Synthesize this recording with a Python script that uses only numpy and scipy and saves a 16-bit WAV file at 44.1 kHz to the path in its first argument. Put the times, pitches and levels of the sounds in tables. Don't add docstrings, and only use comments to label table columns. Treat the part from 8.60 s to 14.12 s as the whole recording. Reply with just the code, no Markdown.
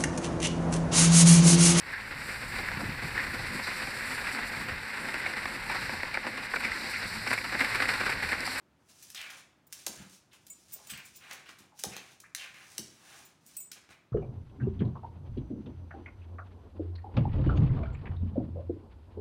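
import sys
import numpy as np
from scipy import signal
from scipy.io import wavfile

SR = 44100
rng = np.random.default_rng(int(sys.argv[2]) if len(sys.argv) > 2 else 0)


def to_wav(s):
    ch = np.atleast_2d(s).T
    pcm = np.round(np.clip(ch, -1, 1) * 32767)
    wavfile.write(sys.argv[1], SR, pcm.astype(np.int16))


N = 243431
TIME = np.arange(N) / SR


def amp(db):
    return 10 ** (np.asarray(db) / 20)


def unit(x):
    return x / np.sqrt(np.mean(x ** 2) + 1e-20)


def read(points, hz):
    freqs, values = np.transpose(points)
    return np.interp(np.log(hz + 1e-6), np.log(freqs), values)


def add(mix, start, sound):
    part = mix[max(round(start * SR), 0):][:len(sound)]
    part += sound[:len(part)]


def colour(x, tone, size=4096):
    log_gain = np.log(amp(read(tone, abs(np.fft.fftfreq(size, 1 / SR)))))
    spectrum = np.exp(np.conj(signal.hilbert(log_gain)))
    impulse = np.fft.ifft(spectrum).real[:size // 2]
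    return signal.oaconvolve(x, impulse / np.linalg.norm(impulse))[:len(x)]


def hiss(tone):
    return unit(colour(rng.standard_normal(N), tone))


def flutter(depth_db, step_s):
    knots = np.arange(0, N / SR + 1, step_s)
    return amp(depth_db * np.interp(TIME, knots, rng.standard_normal(len(knots))))


def room_tone(level_db=-68.5):
    # frequency in Hz, relative level in dB.
    hush_tone = [(15, -80), (25, -41), (70, -3.5), (166, -1.5), (217, -4), (373, -6.5), (427, -12),
                 (516, -11.5), (607, -11.5), (840, -13), (911, -11.5), (988, -14.5), (1290, -14.5),
                 (16000, -40.5)]
    return amp(level_db) * hiss(hush_tone)


def room(x, wet_db=-4, build_s=0.00047, size=256):
    # frequency in Hz, seconds to fall by 60 dB.
    ring_times = [(100, 0.36), (400, 0.64), (1200, 0.42), (3000, 0.52), (7000, 0.42), (15000, 0.2)]
    # delay in seconds, gain.
    echoes = [(.0021, 0.094), (.0056, 0.14), (0.013, 0.11), (0.0152, .24), (.0235, 0.14)]
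    n = SR * 3 // 4
    scatter = rng.standard_normal(n) * (rng.random(n) < 0.15)
    hz, t, spectra = signal.stft(scatter, SR, nperseg=size)
    fade = amp(-60 * t / read(ring_times, hz)[:, None])
    tail = signal.istft(spectra * fade, SR, nperseg=size)[1]
    tail *= 1 - np.exp(-TIME[:len(tail)] / build_s)
    response = amp(wet_db) * tail / np.linalg.norm(tail)
    direct = (0.00011, 1)
    for delay, gain in [direct] + echoes:
        add(response, delay, [gain])
    return signal.fftconvolve(x, response)[:N]


def pad_squeaks(wobble=0.24, slip_s=0.0011):
    # start in seconds, level in dB, pitch in Hz, length in seconds.
    skids = [(2.184, -58.5, 892, 0.04), (3.118, -59, 878, 0.022), (3.636, -50.5, 1480, 0.0097),
             (3.639, -56.5, 2114, 0.031)]
    out = np.zeros(N)
    for start, db, hz, length in skids:
        t = np.arange(0, length, 1 / SR)
        jitter = np.interp(t / slip_s, np.arange(100), rng.standard_normal(100))
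        pitch = hz * (1 + wobble * jitter)
        arch = np.sqrt(np.sin(np.pi * t / length).clip(0))
        add(out, start, amp(db) * arch * np.sin(2 * np.pi * np.cumsum(pitch) / SR))
    return out


def collar_tags(tick_db=-8, tick_s=0.0075, touch_count=4):
    # start in seconds, relative levels of the first and second tag in dB,
    # hardness as a treble boost in dB, chatter length in seconds, muffling in dB per second.
    clinks = [(1.068, -63, -70, 12, 0.0053, 1202), (1.899, -44.5, -43, -8, .004, 170),
              (2.122, -50, -57, 11, 0.0085, 300), (2.132, -43.5, -48, 8.5, .0073, 280),
              (2.27, -53, -51, -3, .0014, 246), (2.297, -41, -53, -3, 0.01, 90),
              (2.451, -51.5, -51, -1, 0.01, 404), (2.557, -58, -48.5, 6, 0.012, 298),
              (4.651, -64, -58, 6, 0.0012, 250), (4.868, -57.5, -62, -1, 0.0044, 150),
              (4.9665, -37.5, -66, -1, 0.002, 22), (5.002, -62, -47.5, 8, .0016, 57)]
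    # frequency in Hz, relative level in dB, seconds to fall by 60 dB.
    first_tag = [(2611, -21, .3), (5776, -21, .12), (8066, 0, .36), (9865, -11, .16), (12750, -16, .12),
                 (14825, 0, .21)]
    second_tag = [(2213, -18, .25), (7102, 0, .3), (9512, -12, .1), (10640, -8, .14), (12880, -10, .1),
                  (15154, -1, .14)]
    out, t = np.zeros(N), TIME[:SR // 2]
    for start, first_db, second_db, hard_db, chatter, muffle in clinks:
        touches = np.linspace(0, chatter, touch_count)
        drive = sum(t >= touch for touch in touches) / touch_count
        ring = drive * amp(-muffle * t)
        for modes, tag_db in ((first_tag, first_db), (second_tag, second_db)):
            for hz, mode_db, t60 in modes:
                treble_share = np.clip((hz - 8000) / 7000, 0, 1)
                swing_db = 2.5 * np.interp(t, np.linspace(0, 0.5, 60), rng.standard_normal(60))
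                level = amp(tag_db + mode_db + treble_share * hard_db + swing_db - 60 * t / t60)
                add(out, start, ring * level * np.sin(2 * np.pi * (hz * t + rng.random())))
        tick_gain = amp(first_db + min(hard_db, hard_db / 2) + tick_db)
        for touch in touches:
            tick = np.diff(rng.standard_normal(len(t) + 1)) * np.exp(-t / tick_s)
            add(out, start + touch, tick_gain * tick)
    return out


def nose_huffs(gain_db=-2, rest_hz=1660, relax_s=0.057, size=512):
    # start in seconds, relative level in dB, push in seconds, opening resonance in Hz.
    huffs = [(0.547, -43.5, 0.16, 3200), (1.711, -59.5, 0.0084, 2920), (2.291, -46.5, 0.11, 2900),
             (2.605, -55, .09, 2060), (2.697, -47.5, 0.032, 1866), (2.85, -53.5, 0.035, 2230),
             (3.308, -50.5, 0.058, 2150), (3.353, -51.5, 0.043, 3020), (3.768, -46, 0.096, 3020),
             (3.935, -55, .13, 2020), (5.11, -57, 0.013, 2700), (5.216, -64, 0.011, 1860),
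             (5.292, -61, 0.04, 1910)]
    # multiple of the resonance, relative level in dB.
    nose_tone = [(.01, -71), (.1, -42), (.22, -14.5), (.4, -11), (.7, -2), (1, 2), (1.3, 3.5), (1.8, -6.5),
                 (3, -14.5), (7, -24.5)]
    rise_s, sag_db_per_s, release_db_per_s = 0.014, 34, 197
    out, t = np.zeros(N), TIME[:SR // 2]
    gusts = flutter(depth_db=2.5, step_s=0.0055)
    for start, db, push, start_hz in huffs:
        hz, frame_times, spectra = signal.stft(rng.standard_normal(len(t)), SR, nperseg=size)
        resonance = rest_hz + (start_hz - rest_hz) * np.exp(-frame_times / relax_s)
        spectra *= amp(read(nose_tone, hz[:, None] / resonance))
        breath = unit(signal.istft(spectra, SR, nperseg=size)[1][:len(t)])
        spent_db = sag_db_per_s * t + release_db_per_s * np.maximum(t - push, 0)
        add(out, start, breath * np.minimum(t / rise_s, 1) * amp(db - spent_db))
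    return amp(gain_db) * out * gusts


def stroke(crest, speed_up, slow_down, drop_db=11, roundness=1.48):
    from_crest = np.maximum((crest - TIME) / speed_up, (TIME - crest) / slow_down)
    return amp(-drop_db * np.minimum(from_crest, 10) ** roundness)


def scrapes(coat_gain_db=-4, slips_per_s=2500, slip_spread_db=2):
    # fastest moment in seconds, relative levels of grit and coat in dB,
    # seconds speeding up, seconds slowing down.
    strokes = [(0.298, -57.5, -65, 0.014, 0.032), (.44, -59.5, -70, 0.13, 0.25),
               (.735, -60, -53, 0.027, 0.07), (.785, -58, -55, .04, 0.032), (1.15, -57, -63, 0.033, 0.24),
               (1.32, -58, -65, 0.014, 0.11), (1.41, -62.5, -54.5, 0.092, 0.077),
               (1.54, -59.5, -73, 0.049, 0.049), (1.735, -60, -60, 0.0078, 0.031),
               (1.97, -68, -85, 0.19, 0.4), (2.13, -58.5, -67.5, 0.058, 0.15),
               (2.29, -60, -60, 0.082, 0.034), (2.47, -58, -86, 0.037, 0.041),
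               (2.56, -57.5, -85, .035, 0.049), (2.73, -63, -51.5, 0.12, .1),
               (2.90, -61, -53.5, 0.013, 0.036), (3.009, -68, -60.5, 0.042, 0.068),
               (3.20, -55.5, -66, 0.031, 0.087), (3.30, -58.5, -57, 0.027, 0.1),
               (3.37, -74, -54, 0.057, 0.029), (3.509, -63.5, -59.5, 0.16, 0.055),
               (4.02, -75, -55.5, 0.03, 0.026), (4.18, -59.5, -61.5, 0.24, 0.16),
               (4.55, -58.5, -54, 0.17, 0.13), (4.91, -61, -68, 0.065, 0.11),
               (5.136, -56, -64, 0.014, 0.025), (5.17, -75, -55, 0.015, 0.023),
               (5.31, -66, -55.5, 0.016, 0.032)]
    # frequency in Hz, relative level in dB.
    grit_tone = [(300, -52), (1200, -22), (2500, -5), (4300, -3.5), (6000, 1.5), (8000, -3), (9600, -2),
                 (11000, -9), (15500, -12.5)]
    coat_tone = [(25, -56), (60, -26), (120, -1.5), (260, -7), (470, -8.5), (750, -3), (1500, 0.5),
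                 (2600, -3), (4300, -7.5), (8000, -62)]
    sizes = amp(slip_spread_db * np.minimum(rng.exponential(1, N), 4))
    slips = (rng.random(N) < slips_per_s / SR) * rng.choice([-1, 1], N) * sizes
    friction = unit(slips) + 0.15 * rng.standard_normal(N)
    grit = unit(colour(friction, grit_tone)) * flutter(depth_db=1.4, step_s=0.017)
    coat = hiss(coat_tone)
    grit_power, coat_power = np.zeros(N), np.zeros(N)
    for crest, grit_db, coat_db, speed_up, slow_down in strokes:
        speed = stroke(crest, speed_up, slow_down)
        grit_power += (amp(grit_db) * speed) ** 2
        coat_power += (amp(coat_db) * speed) ** 2
    return grit * np.sqrt(grit_power) + amp(coat_gain_db) * coat * np.sqrt(coat_power)


def landings(gain_db=-2.5, rise_share=0.13, puff_db=-3):
    # start in seconds, relative level in dB, pitch in Hz, decay in seconds.
    blows = [(1.2698, -38, 970, .0025), (1.2702, -44, 518, 0.0031), (1.289, -50, 210, 0.019),
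             (1.375, -50, 140, 0.014), (1.402, -43, 180, 0.015), (2.159, -58, 632, 0.01),
             (2.322, -45, 137, .012), (2.7119, -47.5, 700, 0.0022), (3.001, -56, 197, 0.012),
             (3.2419, -32, 764, 0.0023), (3.251, -49, 453, 0.018), (3.265, -39, 204, 0.015),
             (4.187, -49.5, 565, 0.0052), (4.19, -42.5, 218, 0.015)]
    # multiple of the blow's pitch, relative level in dB.
    puff_shape = [(.1, -49), (.3, -12.5), (.55, -4), (1, -3), (1.5, -4), (2.5, -20.5), (8, -58)]
    out, t = np.zeros(N), TIME[:SR // 4]
    for start, db, hz, decay in blows:
        swell = (1 - np.exp(-t / (rise_share * decay))) * np.exp(-t / decay)
        puff_tone = [(multiple * hz, level) for multiple, level in puff_shape]
        puff = colour(swell * rng.standard_normal(len(t)), puff_tone)
        thump = swell * np.sin(2 * np.pi * hz * t) + amp(puff_db) * puff
        add(out, start, amp(db) * thump / swell.max())
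    return amp(gain_db) * out


def clacks_and_sputters(gain_db=2, scratch_db=-20, scratch_s=0.004, tick_s=0.000071, ticks=4):
    # start in seconds, relative level in dB, tilt in dB per octave
    # (steeply down for the sputters), seconds over which the ticks spread.
    bursts = [(0.426, -34, 2.5, 0.011), (.5020, -32.5, 1, .002), (0.5473, -26.5, -3, 0.0039),
              (.6144, -31.5, -0.5, 0.0026), (0.7029, -31, -3.5, .008), (1.126, -24, 1, 0.0075),
              (1.2651, -15.5, 2, .003), (1.497, -43, -2.5, 0.0034), (1.530, -53, -8, 0.0088),
              (1.730, -54, 3, 0.0063), (1.8674, -36.5, 2, 0.0051), (2.271, -39, 2, 0.0021),
              (2.3012, -27.5, -2, 0.015), (2.375, -33.5, 5, .004), (2.711, -27.5, -6, 0.0021),
              (2.73, -33, 6, 0.0059), (2.890, -33.5, -7, 0.0033), (2.9873, -40.5, 1, 0.015),
              (3.192, -28.5, 0, .009), (3.2370, -16, 1, .002), (3.3661, -24.5, -5.5, 0.00091),
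              (3.6017, -36, 2, 0.0046), (3.7488, -18, -1, 0.0014), (3.943, -38, -8, 0.0024),
              (4.1807, -18, -0.5, 0.0019), (4.8635, -41, 7, .003), (5.1164, -27.5, -0.5, .004),
              (5.2904, -44, -9, 0.0024), (5.307, -42.5, -10.5, 0.0016)]
    # frequency in Hz, relative level in dB.
    burst_tone = [(30, -75), (200, -29), (700, -23), (1500, -5), (3000, -2.5), (4500, -1), (6200, 2.5),
                  (8000, -0.5), (11000, -3.5), (15500, -7.5), (18000, -30)]
    out, t = np.zeros(N), TIME[:2048]
    for start, db, tilt_db, spread in bursts:
        scratch_fade = np.exp(-t / (scratch_s + spread / 2))
        burst = amp(scratch_db) * rng.standard_normal(len(t)) * scratch_fade
        burst[0] += 1
        for k in range(1, ticks):
            tick = rng.standard_normal(len(t)) * np.exp(-t / tick_s)
            lag = spread * (k + rng.uniform(-0.3, 0.3)) / (ticks - 1)
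            add(burst, lag, tick / np.linalg.norm(tick))
        tilted_tone = [(hz, level + tilt_db * np.log2(hz)) for hz, level in burst_tone]
        add(out, start, amp(db) * colour(burst, tilted_tone))
    return amp(gain_db) * out


def scene():
    dog = clacks_and_sputters() + landings() + nose_huffs() + scrapes() + pad_squeaks()
    tags = collar_tags()
    collar = tags + amp(-14) * room(tags)
    return (room(dog) + collar + room_tone())[None]


def record(dry, cutoff_hz=16200):
    low_pass = signal.firwin(255, cutoff_hz, window=("kaiser", 8), fs=SR)
    return signal.oaconvolve(dry, low_pass[None], "same")


dry = scene()
out = record(dry)
to_wav(out)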